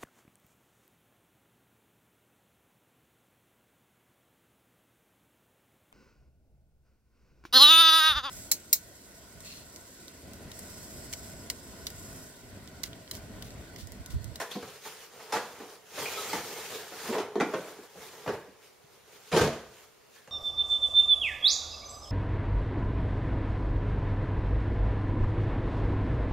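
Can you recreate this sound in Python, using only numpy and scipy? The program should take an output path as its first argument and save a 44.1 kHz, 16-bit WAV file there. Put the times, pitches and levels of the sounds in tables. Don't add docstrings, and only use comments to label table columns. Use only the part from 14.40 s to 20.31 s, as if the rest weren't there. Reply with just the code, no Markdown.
import sys
import numpy as np
from scipy import signal
from scipy.fft import rfft, irfft, next_fast_len
from scipy.io import wavfile
from scipy.ndimage import uniform_filter1d, map_coordinates

SR = 44100
rng = np.random.default_rng(int(sys.argv[2]) if len(sys.argv) > 2 else 0)


def generate_wav(signal):
    frames = np.transpose(np.atleast_2d(signal))
    scaled = np.clip(frames, -1, 1) * 32767
    pcm = np.round(scaled).astype(np.int16)
    wavfile.write(sys.argv[1], SR, pcm)


N = 260631

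# start_s, crush_ms, level_db, thud_db, hardness_db
CARD_CATCHES = [(.001, 2.4, -45.5, -21, 8.5), (.013, 6.2, -56.5, -30, 16), (.151, 4.7, -35.5, -17.5, -10.5),
                (.224, 5.2, -45.5, 0, -1.5), (.45, 11.6, -48.5, -13, 3.5), (.79, 20, -56, -16, 7),
                (.922, 4.1, -37.5, -10, 6.5), (.93, 11.8, -38, -13, 6), (.948, 18.4, -34.5, -26, 2),
                (1.106, 5, -60, 2, -11), (1.197, 10.7, -42.5, -30, -6.5), (1.578, 4.6, -40.5, -23, -3),
                (1.608, 15, -44, -28, -10), (1.93, 3.1, -36, -18, 3.5), (1.943, 6.5, -40, -14, -7),
                (1.976, 7, -43, -6, -0.5), (2.513, 14, -46, -28, -1), (2.682, 18, -30, -14, -13),
                (2.722, 11, -34.5, -30, -3), (2.749, 4.6, -32, -25, -7.5), (2.781, 5.5, -33, -29, -3),
                (2.801, 3.4, -37, -25, -2.5), (5.874, 2.4, -55, -6, 0)]
# start_s, crush_ms, level_db, thud_db, hardness_db
BOX_LANDINGS = [(2.955, 2.1, -27, -34, -12), (2.999, 3, -29.5, -14.5, -2.5), (3.006, 4, -25.5, -24, -3.5),
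                (3.134, 6.9, -29.5, -18.5, -5), (3.387, 2.6, -48.5, -25, -9), (3.552, 6.4, -49, -5, -10),
                (3.859, 6.7, -37.5, -9, -5), (3.875, 3.5, -32.5, -8, -4), (3.886, 5.6, -32, -21, -6),
                (3.935, 4.2, -43.5, -3.5, -1.5), (4.075, 6.6, -53, -21, -23)]
# start_s, crush_ms, level_db, thud_db, hardness_db
SLEEVE_TUMBLE = [(4.914, 5.7, -34.5, -14, -4.5), (4.924, 5.8, -25, -10, -8.5),
                 (4.936, 15.5, -24, -12, -7.5), (4.961, 5.6, -23.5, -15, -6),
                 (4.971, 4.4, -29.5, -22, -1.5), (4.983, 8.5, -28, -12, -2), (5.008, 6.9, -25, -1.5, -5),
                 (5.021, 11.7, -29, -3, -8.5), (5.036, 7.4, -33.5, -4, -2), (5.073, 2.5, -31.5, -19, -8),
                 (5.125, 7.7, -48.5, -5, 0)]
# frequency_hz, gain_db
KNOCK_TONE = [(40, -31), (70, -24.5), (140, -17), (210, -9), (310, -8), (470, -7.5), (620, -11),
              (1000, -13), (1500, -15), (2500, -20.5), (3500, -21.5), (7400, -22), (9000, -26),
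              (15000, -29.5)]
# low_hz, high_hz
KNOCK_BANDS = [(160, 700), (45, 160), (700, 2500), (2500, 15500)]
# pitch_hz, width_hz, strength_db
RESONANCES = [(434, 28, -16.5), (1290, 30, -32), (1630, 250, -18), (1800, 47, -23)]
# start_s, pitch_hz, fade_60db_s, level_db
PANEL_BOOMS = [(0.157, 205, 0.089, -20), (4.442, 136, 0.032, -33), (4.926, 166, .2, -20.5),
               (5.005, 77, 0.12, -17.5), (5.018, 145, 0.3, -24.5), (5.021, 233.3, 0.41, -29)]
# time_s, level_db
LONG_PULL = [(1.44, -86), (1.46, -63), (1.6, -41), (1.69, -43), (1.938, -43), (2.04, -47), (2.358, -45.5),
             (2.498, -53.5), (2.594, -47), (2.684, -43.5), (2.808, -54), (2.902, -80), (2.92, -73)]
# peak_s, hold_s, hiss_db, panel_db
SHORT_RUBS = [(0, .025, -43, -42), (0.117, 0.0081, -43, -45.5), (0.286, 0.076, -50.5, -52.5),
              (0.454, 0.022, -44.5, -57), (0.502, 0.16, -50.5, -55.5), (0.795, 0.15, -52.5, -50.5),
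              (0.948, 0.027, -47, -52), (1.028, 0.33, -53, -50), (2.756, 0.023, -60, -32.5),
              (3.07, 0.065, -55, -42), (3.199, 0.12, -50.5, -45.5), (3.393, 0.066, -56, -54.5),
              (3.627, 0.057, -48, -49), (3.752, .2, -52.5, -48.5), (4.243, 0.03, -58.5, -60.5),
              (4.535, .03, -62, -62.5), (4.731, 0.044, -55.5, -57), (4.886, 0.064, -53.5, -60),
              (5.352, 0.095, -57, -60.5), (5.759, .025, -55.5, -59)]
# frequency_hz, gain_db
RUB_HISS_TONE = [(700, -24), (1300, -7.5), (2200, -6.5), (4000, -8.5), (7400, -9), (9000, -12),
                 (12000, -16), (13500, -12), (15500, -18)]
# frequency_hz, gain_db
PANEL_TONE = [(40, -43), (100, -9.5), (170, -7.5), (280, -8.5), (430, 0.5), (600, -3), (900, -2.5),
              (1400, -8.5), (2200, -20), (5000, -35)]
# start_s, length_s, pitch_hz, level_db, roughness_share
CARD_SQUEAKS = [(.111, 0.0089, 3594, -41, 0.15), (0.119, 0.03, 4130, -49, .13),
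                (1.595, 0.035, 4500, -49.5, .04), (1.655, 0.01, 2270, -35.5, 0.097),
                (1.74, 0.037, 3370, -50, 0.038), (1.764, 0.034, 1301, -40.5, 0.054),
                (1.773, 0.011, 3900, -45, 0.035), (1.894, 0.016, 4480, -46, 0.046),
                (2.33, 0.037, 3660, -50, 0.057), (5.756, 0.018, 1786, -61.5, 0.083)]
# frequency_hz, fade_60db_s
ROOM_FADE = [(60, 0.84), (150, 0.27), (450, 0.57), (1500, 0.65), (5000, 0.58), (14000, 0.62)]
# frequency_hz, side_minus_mid_db
STEREO_WIDTH = [(60, -20), (250, -23), (500, -22), (1000, -17.5), (2000, -8.5), (4000, -3.8), (8000, -.3),
                (14000, -.7)]
# frequency_hz, gain_db
MIC_HISS_TONE = [(25, -17), (80, -2), (160, -3), (270, -5.5), (410, 0.5), (650, -1.5), (1400, -8),
                 (3000, -13), (7000, -19), (9500, -18.5), (15500, -31)]
# frequency_hz, gain_db
ROOM_NOISE_TONE = [(25, -27), (50, -25), (75, -7), (130, -7), (250, -25), (1000, -5), (4000, -25)]


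def contacts():
    card = knocks(CARD_CATCHES, rise_share=.23, crack_db=-7.5, ring_hz=484, ring_db=-3.5,
                  octaves_per_db=.04)
    box = knocks(BOX_LANDINGS, rise_share=.33, crack_db=-11.5, ring_hz=1820, ring_db=-7,
                 octaves_per_db=1)
    sleeve = knocks(SLEEVE_TUMBLE, rise_share=.42, crack_db=-4, ring_hz=526, ring_db=-14,
                    octaves_per_db=.7)
    return card + box + sleeve


def knocks(rows, rise_share, crack_db, ring_hz, ring_db, octaves_per_db):
    out = np.zeros((2, N))
    ms = np.arange(SR // 10) / SR * 1000
    box_ring = cardboard(signal.unit_impulse(SR // 8), KNOCK_TONE)
    bandpasses = [signal.butter(3, band, "bandpass", fs=SR, output="sos") for band in KNOCK_BANDS]
    for start_s, crush_ms, level_db, thud_db, hardness_db in rows:
        rise = (1 - np.exp(-ms / (rise_share * crush_ms))) ** 2
        crush = grains(len(ms), spread_db=4) * rise * np.exp(-ms / crush_ms)
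        knock = signal.fftconvolve(crush, box_ring)
        patch_hz = ring_hz * 2 ** (octaves_per_db * hardness_db)
        knock += amp(ring_db) * signal.lfilter(*signal.iirpeak(patch_hz, Q=3, fs=SR), knock)
        treble_db = crack_db + hardness_db
        cutoff_hz = min(12000 * amp(.95 * treble_db), SR / 3)
        knock = signal.lfilter(*signal.butter(1, cutoff_hz, fs=SR), knock)
        heard = room(knock, early_db=7, early_fade_s=.14)[:, :SR // 2]
        for bandpass, share_db in zip(bandpasses, (-3, thud_db - 4, hardness_db, treble_db)):
            band = signal.sosfilt(bandpass, heard)
            strength = np.sqrt(np.sum(band ** 2) / (.075 * SR))
            add(out, start_s, amp(level_db + share_db) * band / strength)
    return out


def booms(rise_s=.015):
    out = np.zeros((2, N))
    t = np.arange(SR // 2) / SR
    for start_s, pitch_hz, fade_s, level_db in PANEL_BOOMS:
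        swing = np.sin(2 * np.pi * pitch_hz * t) * (1 - np.exp(-t / rise_s))
        add(out, start_s, (amp(level_db - 60 * t / fade_s) * swing)[None])
    return out


def sliding():
    hiss_gain, panel_gain = rub_strength()
    judder_db = 1.2 * wobble(rate_hz=45)
    slips = patchy(grains((2, N), spread_db=4), depth_db=1.8)
    hiss = shaped(stereo_spread(slips), RUB_HISS_TONE)
    drag = stereo_spread(patchy(grains((2, N), spread_db=2.5), depth_db=1.5))
    drag *= amp(judder_db + .36 * wobble(rate_hz=120))
    panels = cardboard(drag, PANEL_TONE)
    return hiss_gain * amp(judder_db / 2) * unit(hiss) + panel_gain * amp(-4) * unit(panels)


def rub_strength(swell_db=6.5, longest_swell_s=.08, fade_db_per_s=103, stop_db=4, stop_s=.022):
    t = np.arange(N) / SR
    times, levels = np.transpose(LONG_PULL)
    outside_s = np.abs(t - np.clip(t, times[0], times[-1]))
    pull_db = np.interp(t, times, levels) - fade_db_per_s * outside_s
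    power = (amp([[4], [2.5]]) * amp(pull_db)) ** 2
    power += amp([[-64.5], [-87]]) ** 2
    for peak_s, hold_s, hiss_db, panel_db in SHORT_RUBS:
        before_s = np.maximum(peak_s - t, 0)
        after_s = np.maximum(t - peak_s - hold_s, 0)
        swell = -swell_db * before_s / min(hold_s, longest_swell_s)
        release = -stop_db * np.minimum(after_s / stop_s, 1) - fade_db_per_s * after_s
        power += (amp([[hiss_db], [panel_db]]) * amp(swell + release)) ** 2
    return np.sqrt(power)


def squeaks(glide_share=.036):
    out = np.zeros((2, N))
    for start_s, length_s, pitch_hz, level_db, roughness in CARD_SQUEAKS:
        n = int(length_s * SR)
        progress = np.linspace(0, 1, n)
        waver = unit(uniform_filter1d(rng.standard_normal(SR // 10), size=30))[:n]
        slip_hz = pitch_hz * (1 + glide_share * (progress - .5) + roughness * waver)
        tone = np.sin(2 * np.pi * np.cumsum(slip_hz) / SR) * np.sin(np.pi * progress)
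        heard = room(tone, early_db=3, early_fade_s=.09)
        add(out, start_s, amp(level_db) * heard / np.std(heard[:, :n]))
    return out


def cardboard(x, tone):
    def gain(hz):
        peaks = sum(amp(db) * bump(hz, pitch_hz, width_hz) for pitch_hz, width_hz, db in RESONANCES)
        return amp(along(tone, hz)) * (1 + peaks)
    return filtered(x, lambda hz: ringing(gain(hz)))


def room(sound, early_db, early_fade_s):
    hz, t, spectrum = signal.stft(rng.standard_normal((2, SR // 2)), SR, nperseg=256)
    late = amp(-60 * t / along(ROOM_FADE, hz)[:, None])
    early = amp(early_db - 60 * t / early_fade_s)
    echo = stereo_spread(signal.istft(spectrum * (late + early), SR, nperseg=256)[1])
    echo /= np.linalg.norm(echo[0])
    echo[:, 0] += .5
    return signal.fftconvolve(sound[None], echo, axes=1)


def background(hiss_db=-63, room_noise_db=-70):
    hiss = shaped(rng.standard_normal((2, N)), MIC_HISS_TONE)
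    room_noise = shaped(rng.standard_normal(N), ROOM_NOISE_TONE)
    return amp(hiss_db) * unit(hiss) + amp(room_noise_db) * unit(room_noise)


def grains(shape, spread_db):
    return unit(rng.standard_normal(shape) * amp(spread_db * rng.standard_normal(shape)))


def patchy(x, depth_db):
    spectrum = signal.stft(x, nperseg=512)[2]
    patches = uniform_filter1d(rng.standard_normal(spectrum.shape[1:]), size=4, axis=0)
    patches = uniform_filter1d(patches, size=8, axis=1)
    return signal.istft(spectrum * amp(depth_db * unit(patches)), nperseg=512)[1][:, :N]


def stereo_spread(pair):
    def shares(hz):
        angle = np.arctan(amp(along(STEREO_WIDTH, hz)))
        return np.array([np.cos(angle), np.sin(angle)])
    mid, side = filtered(pair, shares)
    return np.array([mid + side, mid - side]) / np.sqrt(2)


def wobble(rate_hz):
    points = rng.standard_normal(int(N * rate_hz / SR) + 4)
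    return map_coordinates(points, [np.arange(N) * rate_hz / SR])


def shaped(x, tone):
    return filtered(x, lambda hz: amp(along(tone, hz)))


def filtered(x, response):
    n = x.shape[-1]
    padded = 2 * next_fast_len(n // 2 + 4096)
    hz = np.fft.rfftfreq(padded, 1 / SR)
    return irfft(rfft(x, padded) * response(hz), padded)[..., :n]


def ringing(gain):
    cepstrum = irfft(np.log(np.maximum(gain, 1e-6)))
    half = len(cepstrum) // 2
    cepstrum[1:half] *= 2
    cepstrum[half + 1:] = 0
    return np.exp(rfft(cepstrum))


def bump(hz, centre_hz, width_hz):
    return 1 / (1 + (2 * (hz - centre_hz) / width_hz) ** 2)


def along(table, hz):
    frequencies, values = np.transpose(table)
    return np.interp(np.log(hz + 1), np.log(frequencies + 1), values)


def add(out, start_s, sound):
    part = out[:, max(0, round(start_s * SR)):][:, :sound.shape[1]]
    part += sound[:, :part.shape[1]]


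def amp(db):
    return 10 ** (np.asarray(db) / 20)


def unit(x):
    return x / np.sqrt(np.mean(x ** 2) + 1e-20)


def scene():
    return (contacts() + booms() + sliding() + squeaks() + background()) * amp([[-.2], [.2]])


def record(dry, boxy_hz=432, notch_hz=7950, top_hz=15700):
    def response(hz):
        boxy = ringing(1 + bump(hz, boxy_hz, width_hz=90))
        notch = 1 - bump(hz, notch_hz, width_hz=260)
        return boxy * notch * (hz < top_hz)
    return filtered(dry, response)


dry = scene()
out = record(dry)
generate_wav(out)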